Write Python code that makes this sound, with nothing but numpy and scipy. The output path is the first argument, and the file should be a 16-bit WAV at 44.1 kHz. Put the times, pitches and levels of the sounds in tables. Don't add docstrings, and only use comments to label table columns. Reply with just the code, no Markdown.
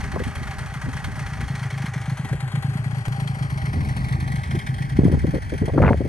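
import sys
import numpy as np
from scipy import signal
from scipy.fft import rfft, irfft, next_fast_len
from scipy.io import wavfile
from scipy.ndimage import uniform_filter1d

SR = 44100
rng = np.random.default_rng(int(sys.argv[2]) if len(sys.argv) > 2 else 0)


def boost_factor(decibels):
    exponent = np.asarray(decibels, float) / 20
    return 10 ** exponent


def persist_wave(psi):
    counts = np.round(np.clip(psi, -1, 1) * 32767).astype(np.int16)
    wavfile.write(sys.argv[1], SR, np.atleast_2d(counts).T)


N = 268348

# puff t/s, knock level/dB, full-firing puff level/dB
CRANK = [(.0664, -42.5, -23), (.421, -39, -25.5), (.7652, -39.5, -19), (1.109, -37.5, -23),
         (1.432, -40, -16.5), (1.7677, -38, -16.5), (2.123, -40.5, -16), (2.4695, -37, -14),
         (2.7954, -42.5, -13.5), (3.113, -39.5, -14), (3.4509, -39, -13.5), (3.7966, -37, -14),
         (4.151, -38, -14), (4.4999, -37.5, -12.5), (4.8472, -40.5, -14), (5.1802, -44, -19),
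         (5.525, -38.5, -24), (5.885, -50, -16.5)]
# delay/ms, knock level/dB, puff level/dB
LOPE = [
    (-0.012, 0.5, -1.5),
    (-1.545, -18.5, -13.5),
    (0.67, 1.35, -1),
    (0.031, -14, -5.5),
    (-1.095, -2.5, -7),
    (1.83, -2.5, 0),
]
# t/s, knock level/dB, puff level/dB
ODD_TURNS = [(.267, 6.5, -13), (.341, 3, -3), (.537, -3, -4), (.689, -2, -6.5), (.728, -8.5, -6.5),
             (.999, -4.5, -3), (.921, -4, -14), (1.073, 0.5, -2.5), (1.142, -7.5, -11.5), (1.287, -2, -5),
             (1.396, -8, -5.5), (1.468, -1, -13), (1.768, 2.5, 1), (2.28, 0, -16.5), (2.356, -2.5, -4.5),
             (2.507, -1.5, -5), (2.689, 9.5, 4), (2.939, 0, 6.5), (3.007, -5, -5), (3.113, 0, 3.5),
             (3.488, -11, 2.5), (3.3, -0.5, -0.5), (3.797, -27, 4), (3.993, 0.5, -8), (4.034, 5.5, -0.5),
             (4.459, -4, -13), (4.539, 6.5, 6.5), (4.614, -1, -22), (5.032, -15.5, 0.5), (5.445, 0, -16),
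             (.616, 1.5, 0.5), (1.109, 2, -1), (1.22, 0.5, 5.5), (1.584, 3.5, 0), (1.695, 3, 1.5),
             (1.731, -1, -3.5), (1.809, 1.5, 6.5), (1.93, 1.5, 7), (2.008, 7.5, 2), (2.123, 1.5, 3),
             (2.395, -0.5, 5), (2.47, 2, -3), (2.832, -1.5, 7), (3.043, -4, 1.5), (3.188, -3.5, 0),
             (3.263, -1, 10), (3.72, 1, 1.5), (3.836, -3.5, -5), (4.228, -2, 2), (4.423, 2.5, 0),
             (4.5, 3, 2), (4.577, 6, -0.5), (4.731, -3, -4.5), (4.77, 0, -4.5), (4.995, 4, -4),
             (5.143, 4.5, 1.5), (5.295, 2, -5), (5.685, 4.5, -9.5), (5.96, 5.5, -1.5), (6.037, -3.5, -6)]
# f/Hz, width/Hz, knock level/dB, whir level/dB
CASING_MODES = [(400.15, 13.9, -12, -12), (620, 48.6, -24, -8), (787.5, 40.4, -4, -2),
                (1148.4, 249, 0, 2.5), (1645, 254, 3, 0.5), (1924.6, 60.5, 7, 0.5), (2173, 253, 6, -5.5),
                (2598, 196, -5, -6), (3202.2, 87, -3, -27.5), (4325.5, 206, -1, -12.5),
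                (6116, 370, -10, -40.5), (6274, 155, -10, -23), (8040, 340, -30.5, -32.5),
                (8538, 567, -5, -28), (10787, 440, -8, -35)]
# f/Hz, density/dB per Hz
HISS_SPECTRUM = [(200, -29), (500, -27.5), (1000, 0), (2100, -9), (2800, -8.5), (4000, -15), (6500, -12),
                 (7300, -22), (9000, -16.5), (11400, -24), (12200, -45.5)]
# t/s, right port lag/ms, whir level/dB
CAMERA_TURN = [(0, -0.0717, 6), (1, -0.0838, 4.5), (1.8, -0.0186, 4), (2.4, 0.129, 3.5), (2.8, 0.2027, 5.5),
               (3.2, 0.2556, 5.5), (3.7, 0.32, 5), (4.2, 0.3593, 4.5), (4.8, 0.4204, 2), (5.4, 0.4506, 2),
               (6.08, 0.44, 0.5)]
# f/Hz, delayed path share/1, lag share/1, unrelated share/1, fixed phase/rad, level/dB
RIGHT_PORT = [(100, 1, 1, .1, 0, -1), (700, 1, .78, .12, 0, -1), (1200, 1, .9, .12, 0, -1),
              (2300, 1, 1.2, .12, 0, -1), (2900, .9, .86, .2, 0, -2), (4200, .9, .74, .2, 0, -2),
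              (5200, .7, .66, .3, 0, -3), (6300, .6, .6, .3, 0, -3), (7300, .2, .6, .8, 0, -5),
              (8300, 0, .6, .1, 0, 0), (8700, 0, .6, .1, 0.1, 0), (10250, 0, .6, .1, 3.14, 0),
              (11800, 0, .6, .1, 6.28, 0)]
# lag/ms, f/Hz; above it the whole lag is heard
SINKING_NOTCH = [(.31, 7200), (.375, 5100), (.41, 4250), (.43, 3870)]
# t/s, rumble level/dB
BREEZE = [(0.0, -28.5), (0.238, -34.5), (0.73, -40.5), (1.186, -35), (1.352, -38), (1.432, -32.5),
          (1.6, -47), (2.2, -45), (2.34, -38), (2.45, -46), (3.3, -44), (3.7, -34), (4.02, -30.5),
          (4.26, -34), (4.9, -35.5), (5.03, -23.5), (5.53, -37), (5.9, -28)]
# f/Hz, density/dB per Hz
BREEZE_SPECTRUM = [(20, -47.5), (30, -32), (45, -3), (65, 2), (90, 2.5), (130, -7), (220, -12), (350, -30),
                   (700, -66)]
# t/s, peak level/dB, brightness/octaves over 200 Hz, length/s
GUSTS = [(0.13, -25.5, 1.35, 0.0316), (0.156, -17.5, 2.59, 0.0158), (0.196, -20.5, 1.48, 0.0254),
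         (0.262, -28, 0.506, 0.032), (0.408, -30.5, 0.81, 0.0222), (0.858, -27, 0.56, 0.042),
         (1.077, -27, 0.44, 0.0166), (1.405, -35, 1.26, 0.0146), (2.24, -31.5, 0.55, 0.0233),
         (2.328, -27, 1.61, 0.0168), (3.735, -26, 0.668, 0.1268), (3.962, -29, 0.28, 0.039),
         (4.157, -33, 0.856, .13), (4.537, -22, 1.096, 0.0323), (4.987, -13.5, 1.45, 0.0213),
         (5.016, -17.5, 1.33, 0.0087), (5.032, -14, 1.31, 0.0126), (5.059, -17, 0.55, 0.0166),
         (5.08, -17, 1.34, .008), (5.097, -16.5, 1.32, 0.00715), (5.114, -20.5, 1.05, 0.0097),
         (5.123, -16.5, 1.44, 0.0125), (5.138, -15, 0.716, 0.01694), (5.171, -24, 1.04, 0.0118),
         (5.239, -18, 1.556, 0.0166), (5.269, -21, 0.725, 0.0356), (5.335, -16, 1.43, 0.026),
         (5.363, -20, 1.59, 0.0091), (5.378, -21, 1.46, 0.0097), (5.52, -19, 1.61, 0.0403),
         (5.613, -16.5, 1.515, 0.0437), (5.677, -16, 2.263, 0.0212), (5.731, -16.5, 1.63, 0.0495),
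         (5.776, -8.5, 2.74, 0.011), (5.783, -11.5, 3.37, 0.00764), (5.795, -12.5, 1.63, 0.0275),
         (5.821, -14, 1.3, .085), (5.819, -10.5, 3.61, 0.00614), (5.827, -8, 3.39, 0.0039),
         (5.835, -7, 3, 0.0081), (5.846, -9, 3.465, 0.0051), (5.856, -7.5, 3.24, 0.0049),
         (5.861, -10, 3.79, 0.009), (5.876, -10.5, 3.56, 0.00825), (5.886, -10, 3.45, 0.0104),
         (5.903, -10, 2.13, 0.0255), (5.925, -15, 2.86, 0.0128), (5.94, -20.5, 1.66, 0.0177),
         (6.003, -17, 1.86, 0.0218), (6.044, -21, 1.52, 0.0288)]
# t/s, level/dB, width/ms
SLAPS = [(.163, -14, 1.1), (4.9915, -3, 2), (5.0545, -3, 2), (5.62, -12, 2.5), (5.6845, -17, 1),
         (5.911, -11, 1.2), (5.082, -15, 1.4), (5.14, -6, 4), (5.247, -9, 1.8), (5.781, -5, 1.3),
         (5.932, -14, .35)]
# t/s, right port lead/rad
SLANT = [
    (0, 0.89),
    (1.2, 0.97),
    (1.4, -0.04),
    (4.9, -0.24),
    (4.97, 0.77),
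    (5.74, 0.78),
    (5.77, -0.49),
    (6.08, -0.32),
]
# t/s, level/dB
TICKS = [
    (.931, -46),
    (1.0495, -42),
    (1.086, -38),
    (2.06, -45),
    (3.732, -46),
    (4.105, -45),
    (4.8905, -40),
]


def evened(x):
    return x / np.sqrt(np.mean(x ** 2) + 1e-20)


def read(points, hz):
    f, *values = np.transpose(points)
    return [np.interp(np.log(hz + 1), np.log(f + 1), v) for v in values]


def add(mix, start_s, sound):
    part = mix[..., round(start_s * SR):][..., :sound.shape[-1]]
    part += sound[..., :part.shape[-1]]


def coloured(x, spectrum):
    size = x.shape[-1]
    gain = boost_factor(read(spectrum, np.fft.rfftfreq(size, 1 / SR))[0])
    return irfft(rfft(x) * gain, size)


def ring(x, hz, width_hz):
    r = np.exp(-np.pi * width_hz / SR)
    poles = [1, -2 * r * np.cos(2 * np.pi * hz / SR), r * r]
    return np.sqrt(1 - r * r) * signal.lfilter([1, 0, -1], poles, x) / 2


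def band(x, lo_hz, hi_hz, order=2):
    return signal.sosfilt(signal.butter(order, [lo_hz, hi_hz], "bandpass", fs=SR, output="sos"), x)


def firings():
    turns_per_row, last_turn_s = 9, .038
    slip_turn, slip = 134, 2
    scatter_db = 1.3
    end = np.add(CRANK[-1], [turns_per_row * last_turn_s, 0, 0])
    rows = np.vstack([CRANK, end])
    turn = np.arange(len(CRANK) * turns_per_row - 3)
    s, knock_db, puff_db = (np.interp(turn / turns_per_row, np.arange(len(rows)), c) for c in rows.T)
    phase = (turn - slip * (turn >= slip_turn)) % len(LOPE)
    late_ms, *lope_db = np.transpose(LOPE)[:, phase]
    odd_db = np.zeros((2, len(turn)))
    for at_s, *db in ODD_TURNS:
        odd_db[:, np.argmin(abs(s - at_s))] = db
    chance_db = scatter_db * rng.standard_normal((len(turn), 2)).T
    knock_db, puff_db = np.array([knock_db, puff_db]) + lope_db + odd_db + chance_db
    return s + late_ms / 1000, knock_db, puff_db


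def casing(puff_s, knock_db):
    port_opens = .74
    t, knock, throb = np.arange(0, .09, 1 / SR), np.zeros(N), np.zeros(N)
    burst = (1 - np.exp(-t / .0045)) * np.exp(-t / .009)
    chug = (t / 0.00815) * np.exp(1 - t / 0.0057)
    swell = np.exp(-t / 0.0312)
    knock_s = np.maximum(puff_s - port_opens * np.gradient(puff_s) - .001, 0)
    under_way = (0.00228, -39)
    for s, db in [under_way, *zip(knock_s, knock_db)]:
        add(knock, s, boost_factor(db + 47.0) * burst)
        add(knock, s + 0.02422, boost_factor(0.29 * (db + 46) - 3.0) * burst)
        add(throb, s, 0.805 * boost_factor(0.605 * (db + 37.5)) * chug)
        add(throb, s, boost_factor(0.72 * (db + 42.0)) * swell)

    grit = boost_factor(1.21 * np.minimum(rng.exponential(1, N // 64 + 1), 4)).repeat(64)[:N]
    knock = knock * evened(grit * rng.standard_normal(N))

    time_s = np.arange(N) / SR
    turning_s, _, whir_db = np.transpose(CAMERA_TURN)
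    whir = boost_factor(np.interp(time_s, turning_s, whir_db)) * (0.441 + 0.424 * throb) * rng.standard_normal(N)
    buzz = evened(band(rng.standard_normal(N), 1.54, 24.5, order=1))
    whir = whir * boost_factor(1.03 * buzz)

    turn = np.clip(np.searchsorted(knock_s, time_s) - 1, 0, None)
    uneven = boost_factor(1.7 * rng.standard_normal((len(puff_s), len(CASING_MODES))))
    rings = np.zeros(N)
    for k, (hz, width_hz, mode_knock_db, mode_whir_db) in enumerate(CASING_MODES):
        drive = uneven[turn, k] * boost_factor(mode_knock_db) * knock + boost_factor(mode_whir_db) * whir
        rings += (-1) ** k * ring(drive, hz, width_hz)
    hiss = coloured(knock + boost_factor(-9.5) * whir, HISS_SPECTRUM)
    return boost_factor(-42.5) * rings + boost_factor(-25) * hiss


def exhaust(puff_s, puff_db):
    t, out = np.arange(0, .06, 1 / SR), np.zeros(N)
    rise_s = .008
    glide_hz = 129 + 125 * np.exp(-t / 0.0032)
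    spread = rng.standard_normal((len(puff_s), 2))
    weak_db = np.minimum(puff_db - uniform_filter1d(puff_db, size=7), 0)
    for s, db, weak, (pitch, decay) in zip(puff_s, puff_db, weak_db, spread):
        detune = 1 + .02 * pitch + np.clip(.03 * weak, -.22, 0)
        cycles = np.cumsum(glide_hz * detune) / SR
        cycles -= np.interp(rise_s, t, cycles) + 0.011
        decay_s = 0.005442 * (1 + 0.186 * decay)
        shape = t ** 2 * np.exp(-t / decay_s)
        add(out, s - rise_s, boost_factor(db - 0.5) * shape / shape.max() * np.cos(2 * np.pi * cycles))
    return out


def shade(lag_ms, before_db, after_db, passing_db, at_ms, width_ms):
    u = (lag_ms - at_ms) / width_ms
    return before_db + (after_db - before_db) * (1 + np.tanh(u)) / 2 + passing_db * np.exp(-u ** 2 / 2)


def ports(x):
    hz, t, z = signal.stft(x, SR, nperseg=256, noverlap=192)
    turning_s, turning_ms, _ = np.transpose(CAMERA_TURN)
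    lag_ms = np.interp(t, turning_s, turning_ms)
    left_db = None
    right_db = shade(lag_ms, -0.9, -1.3, -10.5, 0.2, -0.0784)
    dip_db = shade(lag_ms, -4, -12, -3, 0.2, 0.12)
    top_db = shade(lag_ms, 0, -4, -14, 0.2, 0.12)
    sink_db = shade(lag_ms, 0, -6, -7, .35, .03)
    high_db = shade(lag_ms, 0, -9, 0, .41, .015)
    left_db = shade(lag_ms, -2.5, -2.5, 2.5, 0.2, 0)

    dip_hz = np.interp(lag_ms, [.21, .33], [2420, 2720])
    top_hz = np.minimum(4426 + 7860 * lag_ms, 7150)
    sink_hz = np.interp(lag_ms, *np.transpose(SINKING_NOTCH))
    delayed, reach, loose, phase, db = (np.asarray(c)[:, None] for c in read(RIGHT_PORT, hz))
    delayed, loose, hz = np.clip(delayed, 0, 1), np.clip(loose, 0, 1), hz[:, None] + 1

    def bump(centre_hz, width):
        return np.exp(-.5 * (np.log(hz / centre_hz) / width) ** 2)

    middle, dip, top = bump(1600, 0.46), bump(dip_hz, 0.055), bump(top_hz, 0.108)
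    sink, high = bump(sink_hz, .08), bump(7200, .06)
    unfinished = (1 - np.tanh((lag_ms - 0.3518) / 0.0296)) / 2
    slack = 0.953 * unfinished * (hz > dip_hz) * np.exp(-((hz - dip_hz) / 1072) ** 2)
    reach = np.where(hz > sink_hz, 1, reach * (1 - slack))
    paths = delayed * np.exp(-2j * np.pi * hz * reach * lag_ms / 1000) + 1 - delayed
    scatter = np.exp(2j * np.pi * rng.random(z.shape[::-1]).T)
    right = np.sqrt(1 - loose ** 2) * paths * np.exp(1j * phase) + 3.22 * loose * scatter
    right = right * boost_factor(db + middle * right_db + dip * dip_db + sink * sink_db + high * high_db)
    left = boost_factor(middle * left_db + top * top_db)
    return signal.istft(np.array([z * left, z * right]), SR, nperseg=256, noverlap=192)[1][:, :N]


def flaps():
    flap_s, uneven_db, fade_db, dulls, overlap = .024, 2, -5.5, 0.327, 1.066
    chance = rng.standard_normal((len(GUSTS), 8))
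    out = []
    for (s, db, octaves, length_s), uneven in zip(GUSTS, chance):
        count = int(np.clip(round(length_s / flap_s), 1, 8))
        for k in range(count):
            flap_db = db + (k > 0) * uneven_db * uneven[k] + fade_db * k / count
            stretch = overlap if k < count - 1 else 1
            out.append((s + k * length_s / count, flap_db, octaves * (1 - dulls * k / count),
                        length_s / count * stretch))
    return out


def wind():
    t = np.arange(N) / SR
    shared, left, right = rng.standard_normal((3, N))
    air = np.array([1.124 * shared + 0.376 * left, shared + 0.39 * right])
    snaps = (rng.random(N) < 2200 / SR) + 0.069
    torn = np.array([1.35 * shared + .25 * left, shared + .25 * right]) * snaps
    lumps = boost_factor(2.654 * evened(band(rng.standard_normal(N), 3.95, 15.9, order=1)))
    rumble = coloured(air, BREEZE_SPECTRUM)
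    breeze_db = np.interp(t, *np.transpose(BREEZE)) - 4.0
    out = boost_factor(breeze_db) * lumps * rumble / np.std(band(rumble, 37.45, 59.87))

    tearing = boost_factor(3.12 * np.minimum(rng.exponential(1, N // 128 + 1), 4)).repeat(128)[:N]
    eddies = signal.lfilter([1], [1, -.94], torn * tearing)
    thud = band(air, 61.8, 205.8)
    for s, db, octaves, length_s in flaps():
        thud_db = 3.5 - 8 * (octaves - 1) + 0.4684 * (db + 23.0)
        at, size = round(s * SR), round(1.568 * max(length_s, .004) * SR)
        u = np.linspace(0, 1, size)
        shape = np.minimum(u / 0.135, 1) * np.cos(np.pi * u / 2) ** 1.523
        top_hz = 200 * 2 ** max(octaves, .3)
        flutter = band(eddies[:, at - 2000:at + size], 143, top_hz, order=6)[:, 2000:]
        for piece, over_db in ((flutter, -4), (thud[:, at:at + size], thud_db - 5.5)):
            add(out, s, boost_factor(db + over_db) * evened(piece) * shape[:piece.shape[1]])

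    for s, db, width_ms in SLAPS:
        u = np.arange(-400, 400) / SR * 2000 / width_ms
        slap = (1 - u ** 2) * np.exp(-u ** 2 / 2)
        add(out, s - 400 / SR, -boost_factor(db + 2.0) * slap * boost_factor([[1], [-1]]))
    slant_rad = np.interp(t, *np.transpose(SLANT)) / 2 * [[-1], [1]]
    return (signal.hilbert(out, next_fast_len(N))[:, :N] * np.exp(1j * slant_rad)).real


def scene():
    puff_s, knock_db, puff_db = firings()
    engine = exhaust(puff_s, puff_db) + casing(puff_s, knock_db)
    return ports(engine) + wind()


def top_cut(x):
    return signal.sosfilt(signal.butter(12, 16000, fs=SR, output="sos"), x)


def record(dry):
    low_pass = signal.firwin(255, 12015, window=("kaiser", 8), fs=SR)
    x = signal.oaconvolve(dry, low_pass[None], "same")
    x = 1.05 * np.tanh(x / 1.05)
    step_s, step_db, fade_s = 3.0832, -19, .005
    add(x, step_s, boost_factor(step_db) * np.exp(-np.arange(1000) / SR / fade_s) * np.ones((2, 1)))
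    for s, db in TICKS:
        add(x, s, boost_factor(db - 4.0) * np.array([[1., -1.]] * 2))
    return top_cut(x)


dry = scene()
out = record(dry)
persist_wave(out)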